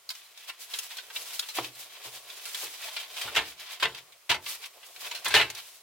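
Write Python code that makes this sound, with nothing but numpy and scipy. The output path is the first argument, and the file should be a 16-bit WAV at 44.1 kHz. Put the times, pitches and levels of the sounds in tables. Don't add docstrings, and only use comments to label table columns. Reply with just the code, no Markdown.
import sys
import numpy as np
from scipy import signal
from scipy.fft import rfft, irfft
from scipy.io import wavfile
from scipy.ndimage import uniform_filter1d

SR = 44100
rng = np.random.default_rng(int(sys.argv[2]) if len(sys.argv) > 2 else 0)


def file_out(sig):
    cols = np.atleast_2d(sig).T
    lim = np.clip(cols, -1, 1)
    pcm = np.round(lim * 32767).astype(np.int16)
    wavfile.write(sys.argv[1], SR, pcm)


N = 256662
TAPS = 16384
HZ = np.fft.rfftfreq(TAPS, 1 / SR)

# [f/Hz, height over the body/dB (before scaling), ring time to -60 dB/s]
PANEL_MODES = [(267, 6, 0.088), (367, 10, 0.15), (430, 7, 0.083), (682, 4, 0.036), (878, 7.5, 0.21),
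               (1024, 2.5, 0.032), (1322, 1.5, 0.2), (1575, 2, 0.054), (1790, 2, 0.16), (2026, 5.5, 0.08),
               (2156, 1.5, 0.05), (2310, 4, 0.083), (2567, 6, 0.046), (2735, 6.5, 0.06), (2940, 5.5, 0.073),
               (3130, 3.5, 0.062), (3217, -0.5, 0.033), (3410, -17, 0.089), (3730, 2, 0.15),
               (3960, -3, 0.062)]
# [f/Hz, relative level per Hz/dB]
CLICK_TONE = [(60, -27), (220, -37.5), (420, -19), (900, -8.5), (1500, -4.5), (2500, -2.5), (4000, 1),
              (6500, -6), (10000, -10), (16000, -13.5)]
# [f/Hz, side over mid/dB]
AHEAD = [(60, -50), (150, -38), (380, -20), (950, -11.5), (2380, -8), (5980, -1), (15000, -4)]
# [f/Hz, side over mid/dB]
AROUND = [(100, -8), (250, -9.5), (700, -7.5), (2400, -5.5), (4400, -1), (8000, 0), (15000, -2)]


def amp(db):
    return 10 ** (np.asarray(db) / 20)


def unit(x):
    return x / np.sqrt(np.mean(x ** 2) + 1e-20)


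def read(points, hz=HZ):
    f, value = np.transpose(points)
    return np.interp(np.log(hz + 1), np.log(f + 1), value)


def add(mix, s, sound):
    part = mix[:, max(round(s * SR), 0):][:, :sound.shape[1]]
    part += sound[:, :part.shape[1]]


def colour(x, db):
    cepstrum = irfft(np.maximum(db, db.max() - 100) * np.log(10) / 20)
    cepstrum[1:TAPS // 2] *= 2
    cepstrum[TAPS // 2 + 1:] = 0
    response = irfft(np.exp(rfft(cepstrum)))
    return signal.oaconvolve(x, response[None], axes=1)[:, :x.shape[1]]


def stereo(pair, db, spread=AHEAD):
    mid = colour(pair[:1], db)[0]
    side = colour(pair[1:], db + read(spread))[0]
    return np.array([mid + side, mid - side]) / np.linalg.norm(mid)


def ring(hz, octaves):
    return 1 / (1 + (np.log2((HZ + 1) / hz) / octaves) ** 2)


def shelf(hz):
    return 1 - 1 / (1 + (HZ / hz) ** 6)


def modes_db(modes):
    power = 1
    for hz, db, t60 in modes:
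        half_width = np.log(1000) / (2 * np.pi * t60)
        power = power + amp(db) ** 2 / (1 + ((HZ - hz) / half_width) ** 2)
    return 10 * np.log10(power)


def bamboo(body_db, hz, height_db, ripple_db, octaves=0.11):
    rough = rng.standard_normal(len(HZ))
    lesser = unit(uniform_filter1d(uniform_filter1d(rough, size=30), size=22))
    return body_db + height_db * ring(hz, octaves) + ripple_db * lesser * shelf(hz=456)


def hardened(db, treble_db):
    power, top = amp(db) ** 2, shelf(hz=4830)
    share_db = 10 * np.log10(np.sum(power * top ** 2) / np.sum(power))
    return db + top * (treble_db - share_db)


def contacts(size, per_s, spread_db, grit):
    strength = amp(spread_db * np.minimum(rng.exponential(1, (2, size)), 4))
    force = strength * rng.choice([-1, 1], (2, size))
    happens = rng.random((2, size)) < per_s / SR
    return unit(force * happens) + grit * rng.standard_normal((2, size))


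def rattle(rise, decay, body_db, spread=AHEAD):
    t, rise = np.arange(TAPS) / SR, max(rise, 1e-4)
    build_up = np.minimum(t / rise, 1) ** 0.95
    force = build_up * np.exp(-np.maximum(t - rise, 0) / max(decay, 1e-3))
    impacts = contacts(TAPS, per_s=3500, spread_db=2.5, grit=0.62) * force
    impacts[:, force.argmax()] += 2.2
    impacts /= np.linalg.norm(impacts, axis=1, keepdims=True)
    return stereo(impacts, body_db, spread) * np.linalg.norm(force)


def boom(ring_share):
    # [f/Hz, height/dB (before ring_share), ring time to -60 dB/s]
    floor_modes = [(66, 10, 0.36), (83, 10, 0.4), (123.3, 18, 0.22), (133.3, 6, 0.1)]
    # [f/Hz, relative level per Hz/dB]
    floor_tone = [(25, -26), (60, -8), (130, -5), (200, -6), (320, -2), (700, -81)]
    t = np.arange(TAPS) / SR
    shaking = rng.standard_normal((2, TAPS)) * t * np.exp(-t / 0.013)
    return stereo(shaking, read(floor_tone) + ring_share * modes_db(floor_modes)) * np.sqrt(0.08 * SR)


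def swell(t, peak, rise, fall):
    edge_db, roundness = -5.5, 1.55
    away = np.maximum((peak - t) / rise, (t - peak) / fall)
    return amp(edge_db * np.minimum(away, 10) ** roundness)


def friction():
    # [peak t/s, rise/s, fall/s, rubbing level/dB, dry rustle over rubbing/dB]
    strokes = [(.17, 0.048, 0.099, -53.5, -3.5), (.41, 0.041, 0.11, -50.5, -7),
               (.492, 0.012, 0.011, -40, -6.5), (0.619, 0.018, 0.026, -52, 5),
               (.75, 0.046, 0.054, -45.5, 0.5), (0.841, 0.026, 0.043, -49.5, 4),
               (0.921, 0.024, 0.03, -45.5, -5.5), (1.01, 0.062, 0.088, -54, -3.5),
               (1.18, 0.038, 0.043, -47, 0.5), (1.35, 0.11, .11, -46, 2.5),
               (1.568, 0.014, 0.028, -36.5, -3.5), (1.64, .025, 0.039, -43, -6),
               (1.812, 0.049, 0.028, -51, 4), (1.94, 0.11, 0.11, -51, -6), (2.06, 0.03, 0.049, -46.5, -2),
               (2.162, 0.031, .025, -47, -0.5), (2.35, 0.079, 0.17, -47.5, -3.5),
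               (2.5, 0.051, 0.052, -52.5, 3.5), (2.625, 0.055, 0.053, -41.5, 2),
               (2.74, 0.018, 0.02, -43, -6), (2.869, 0.064, 0.055, -41.5, -4),
               (3.015, 0.068, 0.033, -40.5, -8), (3.219, 0.078, 0.046, -39.5, -6.5),
               (3.38, 0.09, 0.09, -42.5, -14), (3.482, 0.039, 0.039, -48.5, -2),
               (3.609, 0.019, 0.023, -40.5, -14), (3.73, 0.054, 0.025, -39.5, -10),
               (3.977, 0.014, 0.022, -42.5, -16), (4.499, 0.033, 0.052, -44.5, 2.5),
               (4.641, 0.016, 0.021, -42, -6), (4.87, 0.042, 0.023, -56, 2), (4.95, 0.031, 0.038, -63, 8),
               (5.01, 0.013, 0.015, -46, 0.5), (5.06, 0.026, 0.028, -37.5, -6),
               (5.14, .025, 0.021, -44, -10), (5.27, 0.04, 0.17, -46.5, -5.5),
               (5.586, 0.018, 0.02, -40, -9), (5.64, 0.031, 0.12, -60, 6.5)]
    # [t/s, level before the layer levels/dB]
    drag = [(0, -71.5), (.9, -70), (1.2, -54), (1.5, -70), (1.9, -60.5), (2.25, -59.5), (2.76, -65),
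            (2.9, -61), (3.08, -60.5), (3.3, -51), (3.55, -65.5), (3.72, -60.5), (4.1, -65.5),
            (4.27, -69.5), (4.45, -61), (4.85, -62), (5.15, -55), (5.82, -71)]
    drag_share_db = np.array([[-3.5], [-4.5], [0]])
    stroke_scrape_db = -22.5
    t = np.arange(0, N / SR + .01, .002)
    power = amp(np.interp(t, *np.transpose(drag)) + drag_share_db) ** 2
    for peak, rise, fall, db, dry_db in strokes:
        levels_db = [[db + dry_db], [db], [db + stroke_scrape_db]]
        power += (amp(levels_db) * swell(t, peak, rise, fall)) ** 2
    return [np.interp(np.arange(N) / SR, t, np.sqrt(p)) for p in power]


def rubbing(body_db, per_s, clump_db, ripple_db, count):
    out = np.zeros((2, N))
    beats = np.arange(0, N, SR / 45)
    for hz in np.geomspace(2000, 4800, count):
        wander = np.clip(rng.standard_normal(len(beats)), -2, 2)
        grip = amp(clump_db * np.interp(np.arange(N), beats, wander))
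        slips = contacts(N, per_s, spread_db=2.4, grit=0.6) * grip
        out += stereo(slips, bamboo(body_db, hz, height_db=1, ripple_db=ripple_db), spread=AROUND)
    return unit(out)


def sliding():
    # [f/Hz, relative level per Hz/dB]
    rustle_tone = [(100, -40), (400, -10.5), (1500, -5), (4000, 2.5), (7000, 0.5), (11000, -1),
                   (16000, -3.5)]
    rub_tone = [(200, -46), (900, -5.5), (1600, -3), (2500, 1), (4000, 0), (6000, -12), (12000, -53)]
    scrape_tone = [(40, -42), (110, -9), (210, -22), (400, -1), (650, 4), (1050, -4.5), (1800, -11.5),
                   (4000, -16.5)]
    rustle_gain, rub_gain, scrape_gain = friction()
    panel_db = modes_db(PANEL_MODES)
    rustle = rubbing(read(rustle_tone), per_s=1500, clump_db=4.5, ripple_db=2.5, count=4)
    rub = rubbing(read(rub_tone) + 0.5 * panel_db, per_s=150, clump_db=4.5, ripple_db=5, count=6)
    scrape = rubbing(read(scrape_tone) + 0.54 * panel_db, per_s=280, clump_db=5.0, ripple_db=3.5, count=3)
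    snaps = contacts(N, per_s=38, spread_db=1.0, grit=0.001)
    snap_tone = bamboo(read(CLICK_TONE), hz=3540, height_db=-5, ripple_db=7)
    crackle = unit(stereo(snaps, snap_tone, spread=AROUND))
    edges = (amp(0.52) * rub + amp(-10.5) * crackle) * rub_gain
    return amp(5.0) * rustle * rustle_gain + edges + amp(1.5) * scrape * scrape_gain


def forest():
    # [f/Hz, relative level per Hz/dB]
    hiss_tone = [(18, -53), (30, -22), (98, -13.5), (194, -22.5), (540, -14), (844, -6), (1160, -1),
                 (1630, -7), (2060, -1.5), (5740, -6.5), (13700, -10), (16000, -11)]
    hiss = stereo(rng.standard_normal((2, N)), read(hiss_tone), spread=AROUND)
    return amp(-61.0) * np.sqrt(N) * hiss


def clicks():
    # [t/s, level before level_db/dB, decay/s, slat pitch f/Hz, share of power in the treble/dB]
    slips = [(.092, -30.5, 0.0037, 4730, -2.5), (0.104, -32.5, 0.0099, 4670, -3.5),
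             (.152, -44.5, 0.0062, 5800, -2), (.376, -45, 0.0075, 3530, -5.5),
             (0.498, -35, 0.0092, 2450, -15), (.739, -30, 0.0095, 3960, -13),
             (0.788, -27.5, 0.0073, 3380, 4), (0.969, -38.5, 0.014, 3670, -2),
             (.985, -36.5, 0.015, 4550, -14), (1.104, -42.5, 0.011, 1820, -14.5),
             (1.163, -30, 0.0078, 3700, -20.5), (1.395, -22, 0.0034, 3970, -2),
             (1.428, -39.5, 0.011, 3200, -16), (1.488, -37, 0.022, 2720, -5.5),
             (1.646, -34.5, .008, 3170, -10), (2.3, -40.5, 0.011, 3670, -8.5),
             (2.455, -38, 0.029, 2160, -1), (2.547, -30, 0.0084, 3650, -7), (2.967, -30.5, 0.01, 3050, -14),
             (3.166, -38, 0.013, 3000, -12), (3.215, -31, 0.02, 2970, -6.5),
             (3.801, -38, 0.074, 2000, -11.5), (3.949, -39.5, 0.011, 3190, -10.5),
             (4.124, -50.5, 0.01, 2400, -11), (4.465, -35.5, 0.016, 3130, -18),
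             (4.659, -38, 0.0061, 2780, -1.5), (4.834, -47.5, 0.012, 2780, -23.5),
             (4.963, -43, 0.0095, 2460, -12.5), (5.115, -32, 0.009, 2570, -13),
             (5.15, -35.5, 0.028, 3470, -7), (5.247, -32, 0.019, 2100, 0.5), (5.282, -29.5, 0.006, 9000, 6),
             (5.502, -32, 0.0055, 2460, -6), (5.55, -38, 0.0077, 4080, 0)]
    rise_s, softening, level_db = 0.0016, 0.6, 0.82
    snap_s, snap_ring_db = 0.007, 18.5
    out = np.zeros((2, N))
    body = read(CLICK_TONE) + 0.89 * modes_db(PANEL_MODES)
    for s, db, decay, hz, treble_db in slips:
        rise = rise_s * amp(-softening * treble_db)
        height_db = snap_ring_db / (1 + (decay / snap_s) ** 2)
        tone = hardened(bamboo(body, hz, height_db, ripple_db=3.5, octaves=0.21), treble_db)
        add(out, s - rise, amp(db + level_db) * rattle(rise, decay, tone, spread=AROUND))
    return out


def bird():
    # [start t/s, length/s, middle f/Hz, level/dB]
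    pips = [(.235, .05, 4060, -57), (1.185, .04, 4560, -50), (1.725, .05, 4100, -55),
            (2.28, .04, 5060, -54)]
    out = np.zeros((2, N))
    for s, length, hz, db in pips:
        u = np.linspace(0, 1, round(length * SR))
        pitch = hz * (1 + 0.025 * (u - .5))
        whistle = np.sin(2 * np.pi * np.cumsum(pitch) / SR) * np.sin(np.pi * u) ** 2
        add(out, s, amp(db) * np.tile(whistle, (2, 1)))
    return out


def thuds():
    # [start t/s, level/dB, rise/s, decay/s, pole pitch f/Hz, height of that ring/dB, floor boom level/dB]
    pole_sounds = [(1.566, -39.5, 0.0041, 0.012, 430, 9, -75), (1.583, -22.5, 0.004, 0.0066, 745, 9.5, -54),
                   (2.048, -47.5, 0.0071, 0.026, 414, 10, -65), (2.626, -44, 0.006, 0.022, 350, 4, -75),
                   (2.84, -48, 0.0075, 0.029, 643, 30, -93), (2.864, -48.5, 0.017, 0.012, 892, 31, -90),
                   (3.24, -45, 0.0099, 0.055, 524, -3, -60), (5.342, -24.5, 0.0027, 0.0037, 428, 16.5, -66)]
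    # [f/Hz, relative level per Hz/dB]
    pole_tone = [(40, -37), (120, -48), (200, -17), (300, -7.5), (500, -0.5), (750, -0.5), (1100, -2.5),
                 (1600, -12.5), (3500, -12), (8000, -39)]
    out = np.zeros((2, N))
    for s, db, rise, decay, hz, height_db, boom_db in pole_sounds:
        tone = bamboo(read(pole_tone), hz, height_db, ripple_db=1.5)
        add(out, s, amp(db) * rattle(rise, decay, tone))
        add(out, s, amp(boom_db) * boom(ring_share=1.37))
    return out


def knocks():
    # [t/s, level before level_db/dB, decay/s, slat pitch f/Hz, share of power in the treble/dB]
    landings = [(3.28, -34, 0.016, 1290, -32), (3.354, -27, 0.019, 2390, -7),
                (3.364, -18, 0.0025, 2780, -12), (3.369, -16.5, 0.012, 2970, -14.5),
                (3.378, -22, 0.024, 880, -21), (3.831, -17.5, 0.0095, 1130, -16.5),
                (3.84, -23.5, 0.016, 2670, -27), (3.855, -20.5, 0.0085, 3360, -22.5),
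                (4.3, -19, 0.019, 2400, -12), (4.315, -19, .014, 960, -18.5),
                (4.345, -28, 0.015, 2220, -13.5), (5.262, -24, 0.019, 1830, -21),
                (5.307, -30, 0.095, 2510, -11.5), (5.342, -15, 0.023, 2800, -13),
                (5.351, -13.5, 0.0063, 2510, -12), (5.362, -14.5, .025, 2630, -14.5),
                (5.398, -18.5, 0.02, 2340, -21), (5.414, -19.5, 0.015, 2580, -19)]
    # [f/Hz, relative level per Hz/dB]
    knock_tone = [(30, -38), (80, -6.5), (200, -23), (380, -9.5), (540, -7), (900, -1), (1450, 1),
                  (2600, 0.5), (3800, 2.5), (5500, -8), (8000, -14), (16000, -23)]
    rise_s, ring_db, level_db = 0.0035, 5.5, -1
    boom_db = -38.5
    first_rise_s, pause_s = 0.008, 0.06
    out, last = np.zeros((2, N)), 0
    body = read(knock_tone) + modes_db(PANEL_MODES)
    for s, db, decay, hz, treble_db in landings:
        rise = first_rise_s if s - last > pause_s else rise_s
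        last = s
        tone = hardened(bamboo(body, hz, ring_db, ripple_db=3.0), treble_db)
        add(out, s - rise, amp(db + level_db) * rattle(rise, decay, tone))
        add(out, s, amp(db + boom_db) * boom(ring_share=1.0))
    return out


def hut(x):
    # [f/Hz, time to -60 dB/s]
    fade_times = [(100, 0.52), (500, 0.3), (1500, 0.16), (4000, 0.037), (12000, 0.071)]
    hz, t, z = signal.stft(rng.standard_normal((2, SR // 2)), SR, nperseg=256)
    fade = amp(-60 * t / read(fade_times, hz)[:, None])
    tail = signal.istft(z * fade, SR, nperseg=256)[1]
    tail *= 1 - np.exp(-np.arange(tail.shape[1]) / SR / 0.002)
    return signal.fftconvolve(x.mean(0)[None], stereo(tail, -4 * shelf(hz=5000)), axes=1)[:, :N]


def scene():
    events = knocks() + clicks() + thuds() + bird()
    return events + amp(-15.0) * hut(events) + sliding() + forest()


def record(dry):
    low_pass = signal.firwin(511, 16250, window=("kaiser", 9), fs=SR)
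    return signal.oaconvolve(dry, low_pass[None], "same")


dry = scene()
out = record(dry)
file_out(out)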